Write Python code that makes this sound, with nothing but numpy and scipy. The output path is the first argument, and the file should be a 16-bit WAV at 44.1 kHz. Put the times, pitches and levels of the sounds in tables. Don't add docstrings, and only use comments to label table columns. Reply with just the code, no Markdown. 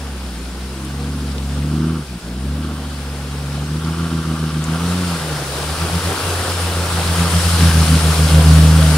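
import sys
import numpy as np
from scipy import signal
from scipy.fft import rfft, irfft, next_fast_len
from scipy.io import wavfile
from scipy.ndimage import uniform_filter1d, map_coordinates

SR = 44100
rng = np.random.default_rng(int(sys.argv[2]) if len(sys.argv) > 2 else 0)


def transcribe(signal):
    frames = np.atleast_2d(signal).T
    limited = np.clip(frames, -1, 1)
    pcm = np.round(limited * 32767).astype(np.int16)
    wavfile.write(sys.argv[1], SR, pcm)


N = 395577

# time in seconds, firings a second.
FIRING_RATE = [(0.0, 71.4), (0.39, 59.2), (1.12, 73.0), (1.43, 67.5), (1.94, 81.0), (2.2, 54.8),
               (2.63, 76.7), (3.04, 69.8), (3.54, 71.1), (3.98, 82.9), (4.63, 77.0), (4.99, 91.2),
               (5.48, 68.1), (5.83, 82.6), (6.18, 89.1), (6.85, 85.0), (7.6, 84.3), (7.75, 80.6),
               (8.47, 78.5), (8.8, 79.6), (8.97, 76.4)]
# time in seconds, level in dB.
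BOOM_LEVEL = [(0, -23), (.88, -25.5), (1, -22), (1.58, -18), (2.07, -26), (2.27, -26.5), (2.49, -17),
              (2.72, -23.5), (3.76, -23), (4.95, -24), (5.45, -30), (5.87, -16.5), (6.19, -23.5),
              (7.07, -19), (7.68, -8.5), (8.16, -11.5), (8.44, -4.5), (8.97, -11)]
# time in seconds, base lift in dB.
PUFF_BITE = [(0, -8), (.45, -17), (.86, 0.5), (1.36, -7), (1.88, 5.5), (2.22, -3), (3.07, -4.5), (3.69, 5),
             (4.95, 9), (5.49, 5.5), (5.72, -4.5), (5.95, 3), (6.27, -8.5), (6.75, -6.5), (7.22, -3.5),
             (8.97, 0)]
# frequency in Hz, gain in dB.
PIPE_COLOUR = [(55, -1.5), (75, -1), (90, 4), (120, -7), (145, -1.5), (165, -0.5), (185, -3), (213, -12.5),
               (240, -4.5), (275, -6)]
CYLINDER_OFFSETS = [.95, -.9, .45, .3, -.8]
# centre in Hz, width in Hz, relative level in dB.
SILENCER_MODES = [(132.4, 6.7, 4.5), (190, 34, -1), (264.1, 21, 4.5)]
# centre in Hz, width in Hz, relative level in dB.
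TAILPIPE_MODES = [(342.5, 45, 4), (543, 85, -13)]
# centre in seconds, lift in dB on the exhaust's edge, half width in seconds.
THROTTLE_STABS = [(1.1, 4.5, 0.28), (1.8, 7.5, 0.15), (2.7, 2, 0.15), (7.25, 21.5, 0.096),
                  (7.62, 5.5, .035), (7.92, 9.5, 0.056)]
# first wave in seconds, last wave in seconds, number of waves, greatest depth in dB.
MUD_WAVES = [(3.678, 4.79, 9, 4.5), (5.775, 6.014, 3, 13), (6.45, 7.163, 6, 4), (7.295, 8.434, 9, 7)]
# centre in seconds, depth in dB, half width in seconds.
RUT_PLUNGES = [(2.062, 10, 0.026), (2.206, 18, 0.021), (5.195, 6, 0.028), (5.56, 2, 0.032),
               (6.184, 14, 0.053), (6.46, 8, .035), (7.49, 6.5, .04)]
# frequency in Hz, relative density in dB per Hz.
BLOCK_SPECTRUM = [(500, -31), (1020, -5), (1140, 4.5), (1270, -0.5), (1385, 4.5), (1490, -6.5), (1575, 2),
                  (1800, -22), (3000, -5), (6000, -33)]
# time in seconds, slush level in dB, spray level in dB.
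TYRE_WORK = [(0, -41, -40.5), (1.5, -40, -39), (2.25, -42.5, -42), (2.62, -40, -41), (2.85, -40, -39.5),
             (4.6, -38.5, -37), (4.85, -33.5, -32.5), (5.45, -33, -32.5), (6.25, -28.5, -29),
             (6.85, -29.5, -30), (7.55, -29, -24.5), (8.6, -28, -27.5), (8.97, -28, -26.8)]
# frequency in Hz, relative density in dB per Hz.
SLUSH_SPECTRUM = [(20, -14), (55, -3.5), (95, -2.5), (140, 4.5), (210, -4), (310, 0.5), (380, 0.5),
                  (490, 2.5), (620, -2), (850, -2), (1100, -6), (1700, -6), (2500, -9), (5000, -21)]
# frequency in Hz, relative density in dB per Hz.
SPRAY_SPECTRUM = [(200, -47), (700, -7.5), (1500, 1), (2200, 1), (3200, 0.5), (5000, -1.5), (6500, -2),
                  (8000, 0.5), (9600, 4), (11000, -3), (13000, -10), (15700, -16.5)]
# frequency in Hz, relative density in dB per Hz.
RUMBLE_SPECTRUM = [(15, -13), (45, -8), (70, 14), (120, -29), (400, -49)]
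# centre in seconds, peak level in dB, pitch at the centre in Hz, half width in seconds.
BUBBLE_GULPS = [(0.78, -31, 330, 0.022), (0.85, -30, 313, 0.033), (1.04, -34, 481, 0.063),
                (8.41, -24, 516, .02), (8.8, -22.5, 535, .015), (8.845, -25, 642, 0.024)]
# start in seconds, peak in dB before a common lift, band centre in Hz.
MUD_SPITS = [(0.8494, -25, 9600), (1.3174, -27, 5070), (1.3814, -22.5, 3850), (1.4262, -34, 3490),
             (2.2494, -35, 4910), (3.848, -24, 3890), (4.6402, -19, 8050)]
# frequency in Hz, left-right likeness from 0 to 1.
LIKENESS = [(200, 1), (500, 0.98), (1200, 0.78), (2200, 0.31), (4000, 0.36), (9000, 0.0)]
# frequency in Hz, gain in dB, taken against the first row.
RIGHT_PORT_COLOUR = [(200, -2.5), (600, -2.5), (1500, 0), (2050, -13.5), (2700, -5), (5200, 1),
                     (6100, -6.5), (7000, -13), (9000, -14), (10500, -26), (12500, -13.5), (15500, -26)]

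TOP_HZ = 15750
PUFF_SCATTER = .1
EDGE_SHARE, SHADE_DB = 0.39, -14.5
WADE_FROM_S, WADE_TO_S, WADE_FADE_S, WADE_DB = 5.25, 7.52, 0.04, 14.5
WAVE_HALF_WIDTH_S, WAVE_SWELL = 0.027, 0.27
BURBLE_DB, BURBLE_SHADE_DB = -12.5, -6
CLATTER_DB, FULL_LOAD_HZ, CLATTER_DB_PER_HZ, APPROACH_DB_PER_S = -38, 80.9, 0.97, 0.83
SLUSH_TRIM_DB, SPRAY_TRIM_DB = 4.5, 5.5
STAB_SHARE, GURGLE_DB = 0.31, 2.5
FLUTTER_DB, RASP_DB, RASP_STAB_SHARE = 2.15, -27.5, 0.39


def amp(db):
    return 10 ** (np.asarray(db) / 20)


def unit(x):
    return x / np.sqrt(np.mean(x ** 2) + 1e-20)


def along(points, hz):
    f, v = np.transpose(points)
    return np.interp(np.log(hz + 1), np.log(f + 1), v)


def curves(rows):
    s, *cols = np.transpose(rows)
    return [np.interp(np.arange(N) / SR, s, c) for c in cols]


def wobble(rate):
    coarse = np.arange(0, N + 100, 100)
    values = map_coordinates(rng.standard_normal(size=1024), [coarse * rate / SR], mode="wrap")
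    return np.interp(np.arange(N), coarse, values)


def swells(rows):
    t = np.arange(0, N, 100) / SR
    total = sum(height * np.exp(-((t - s) / width) ** 2) for s, height, width in rows)
    return np.interp(np.arange(N) / SR, t, total)


def filtered(x, response):
    m = next_fast_len(N + SR // 4, True)
    spectrum = rfft(x, m) * response(np.fft.rfftfreq(m, 1 / SR))
    return irfft(spectrum, m)[..., :N]


def spread(pair, spectrum):
    def response(hz):
        turn = np.arccos(np.clip(along(LIKENESS, hz), -1, 1)) / 2
        return amp(along(spectrum, hz)) * np.array([np.cos(turn), np.sin(turn)])
    mid, side = filtered(pair, response)
    return unit(np.array([mid + side, mid - side]))


def patchy(patchy_db):
    z = signal.stft(rng.standard_normal((2, N)), nperseg=512)[2]
    field = uniform_filter1d(rng.standard_normal(z.shape[1:]), size=6, axis=0)
    field = uniform_filter1d(field, size=9, axis=1)
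    noise = signal.istft(z * amp(patchy_db * unit(field)), nperseg=512)[1]
    return unit(noise[:, :N])


def grains(centre_hz, cycles, scatter_db, rise, count, size):
    start = rng.integers(0, N, count)[:, None]
    hz = centre_hz * np.exp(.5 * rng.standard_normal((count, 1)))
    strength = amp(scatter_db * np.minimum(rng.exponential(size=(count, 1)), 4))
    age = hz * np.arange(size) / SR / cycles
    tone = np.sin(2 * np.pi * cycles * age * (1 + rise * age))
    ring = strength * np.exp(-3 * age) * tone
    return unit(np.bincount((start + np.arange(size)).ravel(), ring.ravel(), N)[:N])


def resonances(x, modes):
    def response(f):
        total = 0
        for k, (centre, width, db) in enumerate(modes):
            mode = 1j * f * width / (centre * centre - f * f + 1j * f * width)
            total = total + (-1) ** k * amp(db) * mode
        return total / (1 + 1j * f / 600) ** 2
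    return unit(filtered(x, response))


def crank():
    rate = uniform_filter1d(curves(FIRING_RATE)[0], size=2205, mode="nearest")
    return rate * (1 + 0.003093 * wobble(25))


def nearness():
    return np.interp(np.arange(N) / SR, [4.5, 8.3], [0, 1])


def wading():
    t = np.arange(N) / SR
    inside_s = np.minimum(t - WADE_FROM_S, WADE_TO_S - t)
    return np.clip(.5 + inside_s / WADE_FADE_S, 0, 1)


def choking():
    waves = []
    for first, last, count, depth in MUD_WAVES:
        count = round(count)
        arch = np.sin(np.pi * ((np.arange(count) + .5) / count) ** 1.7)
        depths = depth * (1 - WAVE_SWELL * (1 - arch))
        times = np.linspace(first, last, count)
        waves += [(s, db, WAVE_HALF_WIDTH_S) for s, db in zip(times, depths)]
    return swells(waves) + swells(RUT_PLUNGES)


def exhaust(rate, firings):
    boom_db, bite_db = curves(BOOM_LEVEL)[0], curves(PUFF_BITE)[0]
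    phase, near, under = 2 * np.pi * firings, nearness(), wading()
    stab_db = swells(THROTTLE_STABS)
    bark_db = stab_db - WADE_DB * under
    choke_db = choking() + GURGLE_DB * under * near * wobble(28)
    skew, shade = np.pi / 2 * (1 - 2 * near / 3), amp(SHADE_DB * near)

    def harmonic(order):
        return np.cos(order * phase + (order - 1) * skew)

    def pipe_db(order):
        return along(PIPE_COLOUR, order * rate)

    firing_tone = amp(boom_db + pipe_db(order=1) - choke_db) * harmonic(order=1)
    second_db = boom_db + pipe_db(order=2) + bite_db + STAB_SHARE * stab_db - 1.65 * choke_db
    second = amp(second_db) * harmonic(order=2)

    force_db = boom_db + pipe_db(order=3) + EDGE_SHARE * bite_db + bark_db
    force_db = force_db + SHADE_DB * near - 1.22 * choke_db
    step = shade * amp(-6.0 + 0.32 * np.minimum(force_db + 28.5, 0))
    upper = harmonic(order=3) + step * harmonic(order=4) + .5 * step ** 2 * harmonic(order=5)
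    edge = amp(force_db + FLUTTER_DB * wobble(45)) * upper

    at = np.flatnonzero(np.diff(np.floor(firings)))
    puffs = np.zeros(N)
    puffs[at] = np.resize(CYLINDER_OFFSETS, len(at)) + PUFF_SCATTER * rng.standard_normal(len(at))
    throb_db = boom_db + BURBLE_DB + BURBLE_SHADE_DB * near + 0.46 * bark_db - 1.45 * choke_db
    throb = amp(throb_db) * resonances(puffs, SILENCER_MODES)
    rasp_db = RASP_DB + 0.48 * force_db + RASP_STAB_SHARE * stab_db
    rasp = amp(rasp_db) * shade * resonances(puffs, TAILPIPE_MODES)
    return firing_tone + second + edge + throb + rasp


def clatter(rate, firings, repeat_share=0.35):
    cycle = firings / len(CYLINDER_OFFSETS)
    pattern = rng.standard_normal(size=512)
    repeated = unit(map_coordinates(pattern, [cycle % 1 * len(pattern)], mode="grid-wrap"))
    share = np.clip(repeat_share, 0, 1)
    rattle = np.sqrt(1 - share) * rng.standard_normal((2, N))
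    rattle[0] += np.sqrt(share) * repeated
    gate = (1 + .45 * np.cos(2 * np.pi * firings)) * (1 + .3 * np.cos(2 * np.pi * cycle))
    load_db = CLATTER_DB_PER_HZ * np.minimum(rate - FULL_LOAD_HZ, 0) + 0.2 * swells(THROTTLE_STABS)
    level_db = CLATTER_DB + load_db + APPROACH_DB_PER_S * np.arange(N) / SR + wobble(14)
    return amp(level_db) * spread(rattle * gate, BLOCK_SPECTRUM)


def slush():
    churn = spread(patchy(patchy_db=1.5), SLUSH_SPECTRUM)
    bubbles = grains(centre_hz=703, cycles=4.7, scatter_db=0.0, rise=0.043, count=1100, size=900)
    heave_db = .7 * wobble(10)
    level_db = curves(TYRE_WORK)[0] + SLUSH_TRIM_DB + heave_db
    return amp(level_db) * (churn + amp(-11.5) * bubbles)


def spray():
    work_db = curves(TYRE_WORK)[1]
    drops = np.array([grains(centre_hz=4640, cycles=3.7, scatter_db=8.0, rise=0, count=5000, size=64)
                      for _ in range(2)])
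    hiss = spread(patchy(patchy_db=1.12) + amp(-17) * drops, SPRAY_SPECTRUM)
    dull_share = np.clip((-28 - work_db) / 8, 0, 1)
    treble_loss = [(5000, -0.5), (10000, -3), (15000, -5.5)]  # Hz, dB
    dull = filtered(hiss, lambda hz: amp(along(treble_loss, hz)))
    level_db = work_db + SPRAY_TRIM_DB + 0.4 * wobble(18)
    return amp(level_db) * (dull_share * dull + (1 - dull_share) * hiss)


def rumble(db=-44):
    noise = spread(rng.standard_normal((2, N)), RUMBLE_SPECTRUM)
    return amp(db + 0.89 * wobble(3.25)) * noise


def gulps():
    t, out = np.arange(N) / SR, np.zeros(N)
    for s, db, hz, width in BUBBLE_GULPS:
        close = np.abs(t - s) < 3 * width
        age = t[close] - s
        note = np.sin(2 * np.pi * hz * age * (1 + 0.11 * age))
        out[close] += amp(db) * np.exp(-(age / width) ** 2) * note
    return out


def spits(size=4096):
    out, t = np.zeros((2, N + size)), np.arange(size) / SR
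    for s, db, hz in MUD_SPITS:
        band = signal.butter(2, [hz - 1500, hz + 1500], "band", fs=SR)
        burst = rng.standard_normal((2, size)) * amp(-60 * t / .03)
        tick = signal.lfilter(*band, burst)
        out[:, round(s * SR):][:, :size] += amp(db + 3.5) * tick / np.abs(tick).max()
    return out[:, :N]


def scene():
    rate = crank()
    firings = np.cumsum(rate) / SR
    engine = exhaust(rate, firings) + clatter(rate, firings)
    mud = slush() + spray() + gulps() + spits()
    return engine + mud + rumble()


def record(dry):
    delay = 2 / SR

    def right_response(hz):
        colour = amp(along(RIGHT_PORT_COLOUR, hz) - RIGHT_PORT_COLOUR[0][1])
        return colour * np.exp(-2j * np.pi * delay * np.minimum(hz, 2000))

    ports = np.array([dry[0], filtered(dry[1], right_response)])
    rounded = ports / (1 + np.abs(ports) ** 16) ** (1 / 16)
    return filtered(rounded, lambda hz: hz < TOP_HZ)


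dry = scene()
out = record(dry)
transcribe(out)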